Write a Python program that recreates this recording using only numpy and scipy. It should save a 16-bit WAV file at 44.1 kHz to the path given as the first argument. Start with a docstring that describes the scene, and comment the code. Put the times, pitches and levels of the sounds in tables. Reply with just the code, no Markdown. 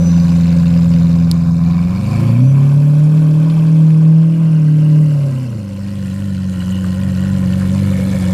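"""A sports car creeps through town

A twelve-cylinder car, a few metres ahead, idles, pulls away on raised revs, drops back and rolls on.
Its firings make the exhaust boom with a loping beat, puff gas through the silencer and set the
engine bay ticking and clattering. The brakes squeal briefly, a few sharp clicks sound, and as the
car drives off something buzzes like a loose panel. A faint low rumble lies underneath."""
import sys
import numpy as np
from scipy import signal
from scipy.fft import rfft, irfft, next_fast_len
from scipy.io import wavfile
from scipy.ndimage import uniform_filter1d

SR = 44100
rng = np.random.default_rng(int(sys.argv[2]) if len(sys.argv) > 2 else 0)


def dump(signal):
    """Clip the signal to [-1, 1] and save it as 16-bit WAV at the path in sys.argv[1]."""
    limited = np.clip(np.atleast_2d(signal).T, -1, 1)
    pcm = np.round(limited * 32767).astype(np.int16)
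    wavfile.write(sys.argv[1], SR, pcm)


N = 367353
TIME = np.arange(N) / SR
BIN_HZ = np.maximum(np.fft.rfftfreq(next_fast_len(N, True), 1 / SR), 1)

# engine speed as firings per second: t/s, f/Hz
FIRING_RATE = [(0.0, 85.5), (1.62, 84.2), (1.86, 87.1), (2.25, 113.0), (2.34, 116.0), (2.49, 135.7),
               (3.18, 155.6), (3.33, 153.7), (3.48, 159.8), (3.96, 157.8), (4.41, 163.2), (4.65, 152.5),
               (5.04, 153.1), (5.49, 121.9), (5.61, 102.2), (5.7, 96.9), (5.82, 99.5), (6.12, 95.9),
               (6.27, 98.3), (6.48, 92.2), (7.41, 94.4), (7.53, 91.6), (7.74, 96.7), (8.32, 92.8)]
# loudness of the exhaust note: t/s, level/dB
BOOM_LEVEL = [(0.05, -9), (1.17, -9.5), (1.38, -11), (1.81, -11.5), (2.02, -18), (2.43, -7), (2.64, -8),
              (3.37, -7.5), (3.49, -11), (3.83, -6.5), (4.11, -6), (4.38, -10.5), (4.96, -7), (5.64, -23.5),
              (6.08, -19), (7.02, -15.5), (7.06, -14.5), (7.87, -12.5), (8.16, -16), (8.23, -12),
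              (8.28, -13.5)]
# how strongly the exhaust pipe rings at each pitch: f/Hz, gain/dB
PIPE_RESONANCE = [(85, -10), (96, -11), (112, -4.5), (142, -0.5), (160, 1.1), (171, 2), (188, -7),
                  (200, -9.5), (225, -14), (254, -11), (280, -28), (304, -21.5), (321, -25), (333, -12.5),
                  (362, -42.5), (480, -28)]
# spells when one row of cylinders fires harder than the other: start/s, end/s, imbalance/dB
UNEVEN_SPELLS = [(0.506, 1.808, -13.5), (1.905, 3.05, -14), (5.8, 6.647, -17.5), (6.88, 8.358, -14.5)]
# the lope (a limping beat) at average load, for idling, pulling, holding, rolling: level/dB
LOPE_LEVELS = [-33.5, -27.5, -32, -33]
# the lope's tones in those four states: multiple of a quarter of the firing rate, relative level/dB
LOPE_IDLING = [(2, -38), (3, -8.5), (5, 1), (7, 4.5), (9, 0), (10, -37.5), (11, -18), (13, -25), (14, -24),
               (15, -21), (16, -18), (18, -23)]
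LOPE_PULLING = [(2, -21), (3, -8), (5, 4), (7, -7.5), (9, -6.5), (10, -19), (11, -29), (13, -37), (14, -19),
                (19, -21.5)]
LOPE_HOLDING = [(1, -29), (2, -12), (3, 1.5), (5, 0.5), (7, 1.5), (9, -14), (10, -20.5), (11, -12),
                (13, -22), (14, -37.5), (15, -16), (16, -15.5), (17, -29.5), (19, -30.5)]
LOPE_ROLLING = [(2, -13), (3, -9), (5, 3), (7, -2), (9, -52), (10, -33), (11, -9), (13, -49), (14, -8.5),
                (16, -38)]
# loudness of the silencer's burble: t/s, level/dB
BURBLE_LEVEL = [(0.05, -31.5), (0.14, -38), (0.71, -33.5), (1.77, -45), (2.27, -35.5), (4.67, -44.5),
                (5.27, -34), (5.36, -39.5), (6.3, -43.5), (7.67, -34), (7.97, -34.5), (7.99, -25),
                (8.04, -32.5), (8.27, -32)]
# how the silencer rings with cool gas in it: f/Hz, gain/dB
SILENCER_RESONANCE = [(400, -10.5), (465, -1.5), (505, 9.5), (550, 14.5), (580, 4), (615, -4), (690, -10),
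                      (800, -39.5)]
# tone colour of swirling gas rumbling in the pipes and street: f/Hz, gain/dB
RUMBLE_COLOUR = [(20, -14.5), (42, 5.5), (65, -15.5), (150, 10.5), (250, 2.5), (340, -3.5), (430, -11),
                 (600, -7.5), (900, -36)]
# how hard the engine works, heard in its bay: t/s, clatter level/dB, rattle level/dB
ENGINE_LOAD = [(0.05, -37.5, -46.5), (0.44, -38, -43.5), (1.42, -39, -48.5), (1.51, -40.5, -56.5),
               (1.7, -37, -45), (2.29, -34, -39), (2.5, -44, -49), (2.57, -38, -45.5), (2.86, -42, -49),
               (3.55, -40.5, -46), (4.01, -44.5, -50.5), (5.43, -44.5, -49), (5.68, -49.5, -51.5),
               (6.05, -48, -46), (6.53, -47.5, -46.5), (6.55, -44, -45.5), (8.27, -37, -42)]
# rise and fall of the bay's treble: t/s, relative level/dB
TREBLE_LEVEL = [(0.03, -42), (1.11, -44.5), (1.47, -47.5), (1.83, -46), (2.19, -42.0), (2.43, -48.5),
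                (3.63, -47.5), (4.15, -51.5), (4.91, -48.5), (5.39, -47.5), (5.71, -49.5), (6.07, -45.5),
                (6.39, -47.5), (6.67, -43.5), (6.95, -45.0), (7.43, -44), (7.87, -42), (8.31, -41)]
# the bay's treble from behind, from the side and driving off: ticking gain/dB, hiss gain/dB
TREBLE_BY_VIEW = [(1.5, -2), (-1.5, 0.5), (0, 1)]
# tone colour of the bay's clatter at six stages of the drive: f/Hz, gain/dB
CLATTER_BEHIND = [(400, -26), (680, 2.5), (905, -6.5), (970, -1.5), (1030, -1.5), (1190, -8), (1310, -13),
                  (1450, -8), (1900, -14.5), (2060, -8), (2580, -3), (3220, -12), (3600, -17), (4680, -44),
                  (7920, -120)]
CLATTER_TURNING = [(400, -29), (680, 9), (886, -4.5), (1030, 6), (1110, -2), (1350, -8), (1470, -10.5),
                   (1950, -16), (2060, -19.5), (2230, -4), (2340, -2), (3200, -19.5), (3600, -20),
                   (4680, -59), (7920, -120)]
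CLATTER_SIDE = [(400, -37), (680, 11), (832, 7.5), (1060, 8), (1240, -0.5), (1320, -8), (1470, -2.5),
                (1910, -22.5), (2370, -13.5), (2610, -12), (2840, -22.5), (3130, -16.5), (3600, -22.5),
                (4680, -50), (7920, -120)]
CLATTER_EASING = [(400, -29), (680, 0.5), (874, -4), (1040, -0.5), (1140, -8), (1480, -9.5), (1600, -5.5),
                  (1740, -22), (1960, -6), (2340, -7), (2840, 2.5), (3450, -18.5), (3600, -17), (4680, -54),
                  (7920, -120)]
CLATTER_AWAY = [(400, -39), (680, 7), (950, 2), (1030, 10.5), (1120, 0.5), (1210, -4.5), (1450, 3.5),
                (1640, -12), (1880, -7), (2060, -19), (2520, -15.5), (2920, -14.5), (3600, -18),
                (4680, -58), (7920, -120)]
CLATTER_DISTANT = [(400, -34), (680, -2.5), (1020, -2), (1120, -10), (1390, -7), (1550, -12), (1790, -0.5),
                   (1980, -7), (2210, 7), (3020, -8), (3600, 6), (4680, -37), (7920, -120)]
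# tone colour of the bay's treble from behind, from the side and driving off: f/Hz, gain/dB
TREBLE_BEHIND = [(2000, -32), (3400, -6), (3600, 6.5), (5030, 5), (6060, -4), (7390, -8), (8630, -14.5),
                 (9890, -20), (11700, -16), (15000, -33)]
TREBLE_SIDE = [(2000, -36), (3400, -6), (3600, -3), (3900, -3.5), (4280, 0.5), (5690, -2), (6370, -8),
               (7340, -5), (10100, -4.5), (15000, -14.5)]
TREBLE_AWAY = [(2000, -32), (3400, -32), (3950, 1.5), (6130, -6.5), (7210, -4.5), (8580, -2.5), (9770, -5),
               (11600, -4.5), (14000, -13), (15000, -13)]
# stereo width close by and further off: f/Hz, left-right difference against the shared sound/dB
WIDTH_CLOSE = [(700, -38), (1300, -32), (1800, -10), (3000, -10.5), (5000, -7.5), (8000, -5.5), (13000, 1)]
WIDTH_FAR = [(700, -49.5), (1500, -33), (3000, -27.5), (4300, -10), (7000, -10), (10000, -4.5), (13000, -2)]
# tone colour of the faint low rumble: f/Hz, gain/dB
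LOW_RUMBLE_COLOUR = [(20, -2.5), (70, -0.5), (280, -4.5), (500, -16), (900, -29.5)]
# thin squeals, mostly from the brakes: start/s, end/s, f/Hz, level/dB, fade/(dB per s)
BRAKE_SQUEALS = [(-.1, .2, 5993, -37.5, -8), (.17, .48, 5993, -43, -40), (.9, 1.6, 2290, -58, 0),
                 (2.0, 2.44, 4527, -52, 0), (2.39, 2.55, 5996, -50.5, 0), (2.64, 2.78, 5996, -55, 0)]
# clicks and small knocks: t/s, peak level/dB, f/Hz, half-width/octaves, decay/s, left over right/dB
CLICK_EVENTS = [(.775, -33, 5200, 0.13, .002, -2), (0.938, -25, 2022, 1.4, 0.0013, -2),
                (1.3135, -22.5, 3600, 0.5, 0.0025, -11), (1.3138, -10, 4600, 0.3, 0.0006, -10),
                (1.314, -10, 11000, 0.34, 0.0005, -5), (3.499, -30, 3200, .4, 0.0077, 8),
                (3.905, -27, 1500, 1.36, 0.0023, 4), (4.231, -31, 1502, 1.2, .002, 4),
                (6.619, -28, 1580, .3, .003, 0), (6.709, -27.5, 7350, 0.12, 0.003, 0),
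                (6.844, -20.5, 1350, 0.3, 0.0024, 0), (6.888, -36, 2890, 0.14, .004, 0),
                (6.943, -36, 3020, .15, .003, -2), (7.531, -26, 2830, 0.1, .004, -2),
                (7.615, -27, 1440, .2, .004, 0)]
# loudness of a metallic buzz, like a loose panel: t/s, level/dB
BUZZ_LEVEL = [(5.8, -74), (6.5, -57), (6.6, -47), (6.78, -42.5), (6.87, -49.5), (7.55, -51.5), (7.8, -50)]


def from_db(db):
    """Turn decibels into a factor to multiply by."""
    return 10 ** (np.asarray(db) / 20)


def rms_one(x):
    """Scale a sound to an average power of 1."""
    return x / np.sqrt(np.mean(x ** 2) + 1e-20)


def in_time(rows):
    """Join a table's points into curves over time, one per value column."""
    times, *columns = np.transpose(rows)
    return [np.interp(TIME, times, column) for column in columns]


def swing(rows):
    """How far a table's first curve lies above or below its average, in dB."""
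    db = in_time(rows)[0]
    return db - db.mean()


def gain_at(points, hz=BIN_HZ):
    """Read a table of f/Hz, gain/dB at the given pitches, as factors."""
    table_hz, db = np.transpose(points)
    return from_db(np.interp(np.log(hz), np.log(table_hz), db))


def colour(x, gain):
    """Turn each frequency of a sound up or down by its own gain."""
    size = next_fast_len(N, True)
    return irfft(rfft(x, size) * gain, size)[..., :N]


def drift(rate):
    """A random wobble of power 1 that turns about rate times a second."""
    knots = rng.standard_normal(2000)
    return rms_one(np.interp(TIME * rate, np.arange(len(knots)), knots))


def fade_in_out(start, end, edge_s):
    """Rise from 0 towards 1 after start and fall back to 0 by end."""
    return np.clip(np.minimum(TIME - start, end - TIME) / edge_s, 0, 1)


def handover(times, fade_s):
    """Shares of states that blend one into the next at the given times."""
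    begun = [np.ones(N)] + [np.clip((TIME - t) / fade_s + .5, 0, 1) for t in times] + [np.zeros(N)]
    return -np.diff(begun, axis=0)


def puffs(firings, sharp, scatter_db):
    """One swell per firing, each with its own random strength."""
    strength = from_db(scatter_db * rng.standard_normal(1500))
    swell = np.exp(-sharp * np.cos(2 * np.pi * firings))
    return rms_one(swell * strength[firings.astype(int)])


def engine_speed(hunt_start_s=5.668, period_s=.272, depth_hz=1.6):
    """Firings per second; after the revs drop, the idle control hunts above and below its target."""
    age = TIME - hunt_start_s
    hunt = depth_hz * np.clip(age / .2, 0, 1) * np.cos(2 * np.pi * age / period_s)
    wander = 1 + .002 * drift(9) + .0012 * drift(30)
    return (in_time(FIRING_RATE)[0] + hunt) * wander


def pipe_orders(firing_hz):
    """Orders are tones at multiples of the firing rate; each is loud where the pipe rings."""
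    imbalance = from_db(-29) + sum(from_db(db) * fade_in_out(start, end, edge_s=.2)
                                   for start, end, db in UNEVEN_SPELLS)
    pushes = {1: 1, 2: 1, 3: from_db(-4), 1.5: -imbalance}
    gains = np.array([push * gain_at(PIPE_RESONANCE, order * firing_hz)
                      for order, push in pushes.items()])
    return zip(pushes, gains / np.sqrt(np.sum(gains ** 2, axis=0)))


def exhaust(firings, firing_hz, load_db, flutter_db=.67, waver_db=2.5, late_rad=1.0):
    """Firings make a boom; one pulse in four is weak and late, which adds the loping tones."""
    phase = 2 * np.pi * firings
    tones = sum(gain * from_db(flutter_db * drift(22)) * np.sin(order * phase)
                for order, gain in pipe_orders(firing_hz))
    tones *= from_db(in_time(BOOM_LEVEL)[0] - .02)
    states = [dict(rows) for rows in (LOPE_IDLING, LOPE_PULLING, LOPE_HOLDING, LOPE_ROLLING)]
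    shares = handover([1.93, 2.47, 5.5], fade_s=.34)
    lope = from_db(np.array(LOPE_LEVELS) @ shares + .65 * load_db)
    for order in sorted(set().union(*states)):
        gain = np.array([from_db(state[order]) if order in state else 0 for state in states]) @ shares
        shake = .0024 * order ** 2 * drift(45)   # uneven burning blurs the high tones most
        waver = from_db(waver_db * drift(14))
        tones -= lope * gain * waver * np.sin(order * phase / 4 - late_rad + shake)
    return np.sqrt(2) * tones


def gas_flow(firings, firing_hz, load_db, hot_shift=1.053):
    """Puffs of gas ring the silencer, a little higher when hot at high revs; the pipes rumble."""
    gusts = rng.standard_normal(N) * puffs(firings, sharp=.65, scatter_db=1.5)
    cool, hot = (rms_one(colour(gusts, gain_at(SILENCER_RESONANCE, BIN_HZ / shift)))
                 for shift in (1, hot_shift))
    heat = np.interp(firing_hz, [105, 140], [0, 1])
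    burble = rms_one((1 - heat) * cool + heat * hot)
    # the steady flow feeds the ringing evenly, so smooth its loudness a little
    local_power = uniform_filter1d(burble ** 2, size=2500)
    burble = rms_one(burble / (local_power + .01) ** .15)
    rumble = rms_one(colour(rng.standard_normal(N), gain_at(RUMBLE_COLOUR)))
    rumble_db = -31.5 + .3 * swing(BURBLE_LEVEL) + .55 * load_db
    return from_db(in_time(BURBLE_LEVEL)[0]) * burble + from_db(rumble_db) * rumble


def metal_ticks(firings, scatter_db=7.5, slop_s=.0014, ring_s=.012):
    """Each firing taps the engine's metal, which rings at many pitches, each with its own strength."""
    starts = np.flatnonzero(np.diff(np.floor(firings)))
    decay = from_db(-60 / (ring_s * SR))   # falls 60 dB in ring_s
    out = np.zeros((2, N))
    for hz in np.geomspace(1030, 14000, 34):
        strength, late, *signs = rng.standard_normal((4, 1500))[:, :len(starts)]
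        at = np.clip(starts + (late * slop_s * SR).astype(int), 0, N - 1)
        taps = np.full((2, N), 1e-18)
        taps[:, at] = np.sign(signs) * from_db(scatter_db * np.minimum(strength, 2))
        resonator = [1, -2 * decay * np.cos(2 * np.pi * hz / SR), decay * decay]
        out += signal.lfilter([1, 0, -1], resonator, taps) * np.sqrt(hz)
    return rms_one(out)


def wall_echo(x, first_s=.006, last_s=.016, echo_db=-11.5):
    """A nearby wall answers later and later as the car moves off."""
    lag = np.linspace(first_s, last_s, N)
    return x + from_db(echo_db) * np.array([np.interp(TIME - lag, TIME, channel) for channel in x])


def stereo(pair):
    """Left and right are alike in the bass, less so in the treble; the car is widest when close."""
    mid, spread = pair
    close, far = handover([1.45], fade_s=.44)
    side = close * colour(spread, gain_at(WIDTH_CLOSE)) + far * colour(spread, gain_at(WIDTH_FAR))
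    return np.array([mid + side, mid - side])


def turning_band(x, views, shares, low_hz, high_hz):
    """One frequency band of a sound, its tone colour shifting as the car turns."""
    band = 1 / np.sqrt((1 + (low_hz / BIN_HZ) ** 20) * (1 + (BIN_HZ / high_hz) ** 20))
    out = 0
    for share, view in zip(shares, views):
        heard = colour(x, gain_at(view) * band)
        out = out + share * heard / np.std(heard.mean(axis=0))
    return out


def engine_bay(firings, tick_db=-49.0, hiss_db=-52.5):
    """Valves and injectors tick once a firing over a pulsing rush of air."""
    air = rng.standard_normal((2, N)) * puffs(firings, sharp=.35, scatter_db=2.0)
    bay = stereo(wall_echo(air + from_db(1.5) * metal_ticks(firings)))
    views = CLATTER_BEHIND, CLATTER_TURNING, CLATTER_SIDE, CLATTER_EASING, CLATTER_AWAY, CLATTER_DISTANT
    body = views, handover([1.3, 2.5, 4.3, 5.85, 7.65], fade_s=.82)
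    turns_s = 2.1, 5.9
    top = (TREBLE_BEHIND, TREBLE_SIDE, TREBLE_AWAY), handover(turns_s, fade_s=.82)
    tick_view_db, hiss_view_db = np.transpose(TREBLE_BY_VIEW) @ handover(turns_s, fade_s=.87)
    clatter_db, rattle_db = in_time(ENGINE_LOAD)
    treble_db = swing(TREBLE_LEVEL)
    bands = [(turning_band(bay, *body, 690, 1750), clatter_db - .04),
             (turning_band(bay, *body, 1750, 3500), rattle_db + .76),
             (turning_band(bay, *top, 3500, 7000), tick_db + tick_view_db + treble_db),
             (turning_band(bay, *top, 7000, 16000), hiss_db + hiss_view_db + 1.43 * treble_db)]
    return sum(band * from_db(db + .53 * drift(12)) for band, db in bands)


def low_rumble(level_db=-66.5):
    """A faint low rumble, separate on the left and right."""
    return from_db(level_db) * rms_one(colour(rng.standard_normal((2, N)), gain_at(LOW_RUMBLE_COLOUR)))


def brakes():
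    """The pads make a brake disc sing briefly at one of its own pitches."""
    out = np.zeros(N)
    for start, end, hz, db, fade_rate in BRAKE_SQUEALS:
        level = from_db(db + fade_rate * np.clip(TIME - start, 0, 1) + 2.2 * drift(30))
        tone = np.sin(2 * np.pi * np.cumsum(hz + 5 * drift(60)) / SR)
        out += fade_in_out(start, end, edge_s=.047) * level * tone
    return out * from_db([[2.0], [-2.0]])   # a little to the left


def clicks():
    """Short bursts of noise, each ringing in its own band, slightly different left and right."""
    out, age = np.zeros((2, N)), TIME[:4096]
    for start, db, hz, octaves, decay_s, pan_db in CLICK_EVENTS:
        band = np.clip([hz / 2 ** octaves, hz * 2 ** octaves], 20, .45 * SR)
        band_pass = signal.butter(2, band, "band", fs=SR, output="sos")
        mid, side = rng.standard_normal((2, len(age))) * np.exp(-age / decay_s)
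        side *= gain_at(WIDTH_CLOSE, hz) * from_db(-15)
        ring = signal.sosfilt(band_pass, [mid + side, mid - side])
        ring /= np.abs(ring).max(axis=1, keepdims=True)
        at = int(start * SR)
        out[:, at:at + len(age)] += ring * from_db([[db + pan_db / 2], [db - pan_db / 2]])
    return out


def panel_buzz(firings, ring_hz=2930.0, width_hz=150.0):
    """Each firing shakes a panel into a short metallic buzz, heard as the car drives off."""
    resonance = 1 / (1 + ((BIN_HZ - ring_hz) / width_hz) ** 2)
    ring = rms_one(colour(rng.standard_normal(N), resonance))
    shakes = puffs(firings + .5, sharp=.61, scatter_db=3.0)
    return from_db(in_time(BUZZ_LEVEL)[0]) * ring * shakes


def scene():
    """One engine speed sets the beat of the exhaust, the gas flow, the engine bay and the panel."""
    firing_hz = engine_speed()
    firings = np.cumsum(firing_hz) / SR   # how many firings so far
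    load_db = swing(ENGINE_LOAD)
    pipes = exhaust(firings, firing_hz, load_db) + gas_flow(firings, firing_hz, load_db)
    mechanics = engine_bay(firings) + panel_buzz(firings) + brakes() + clicks()
    return pipes * from_db([[-.09], [.09]]) + mechanics + low_rumble()


def record(dry, soften_hz=14500.0, cutoff_hz=15200):
    """The microphone softens the treble, flattens the tallest peaks and cuts off the very top."""
    soft = signal.sosfilt(signal.butter(2, soften_hz, fs=SR, output="sos"), dry)
    clipped = np.clip(soft, -.92, .92)
    return signal.sosfilt(signal.ellip(10, .1, 90, cutoff_hz, fs=SR, output="sos"), clipped)


dry = scene()
out = record(dry)
dump(out)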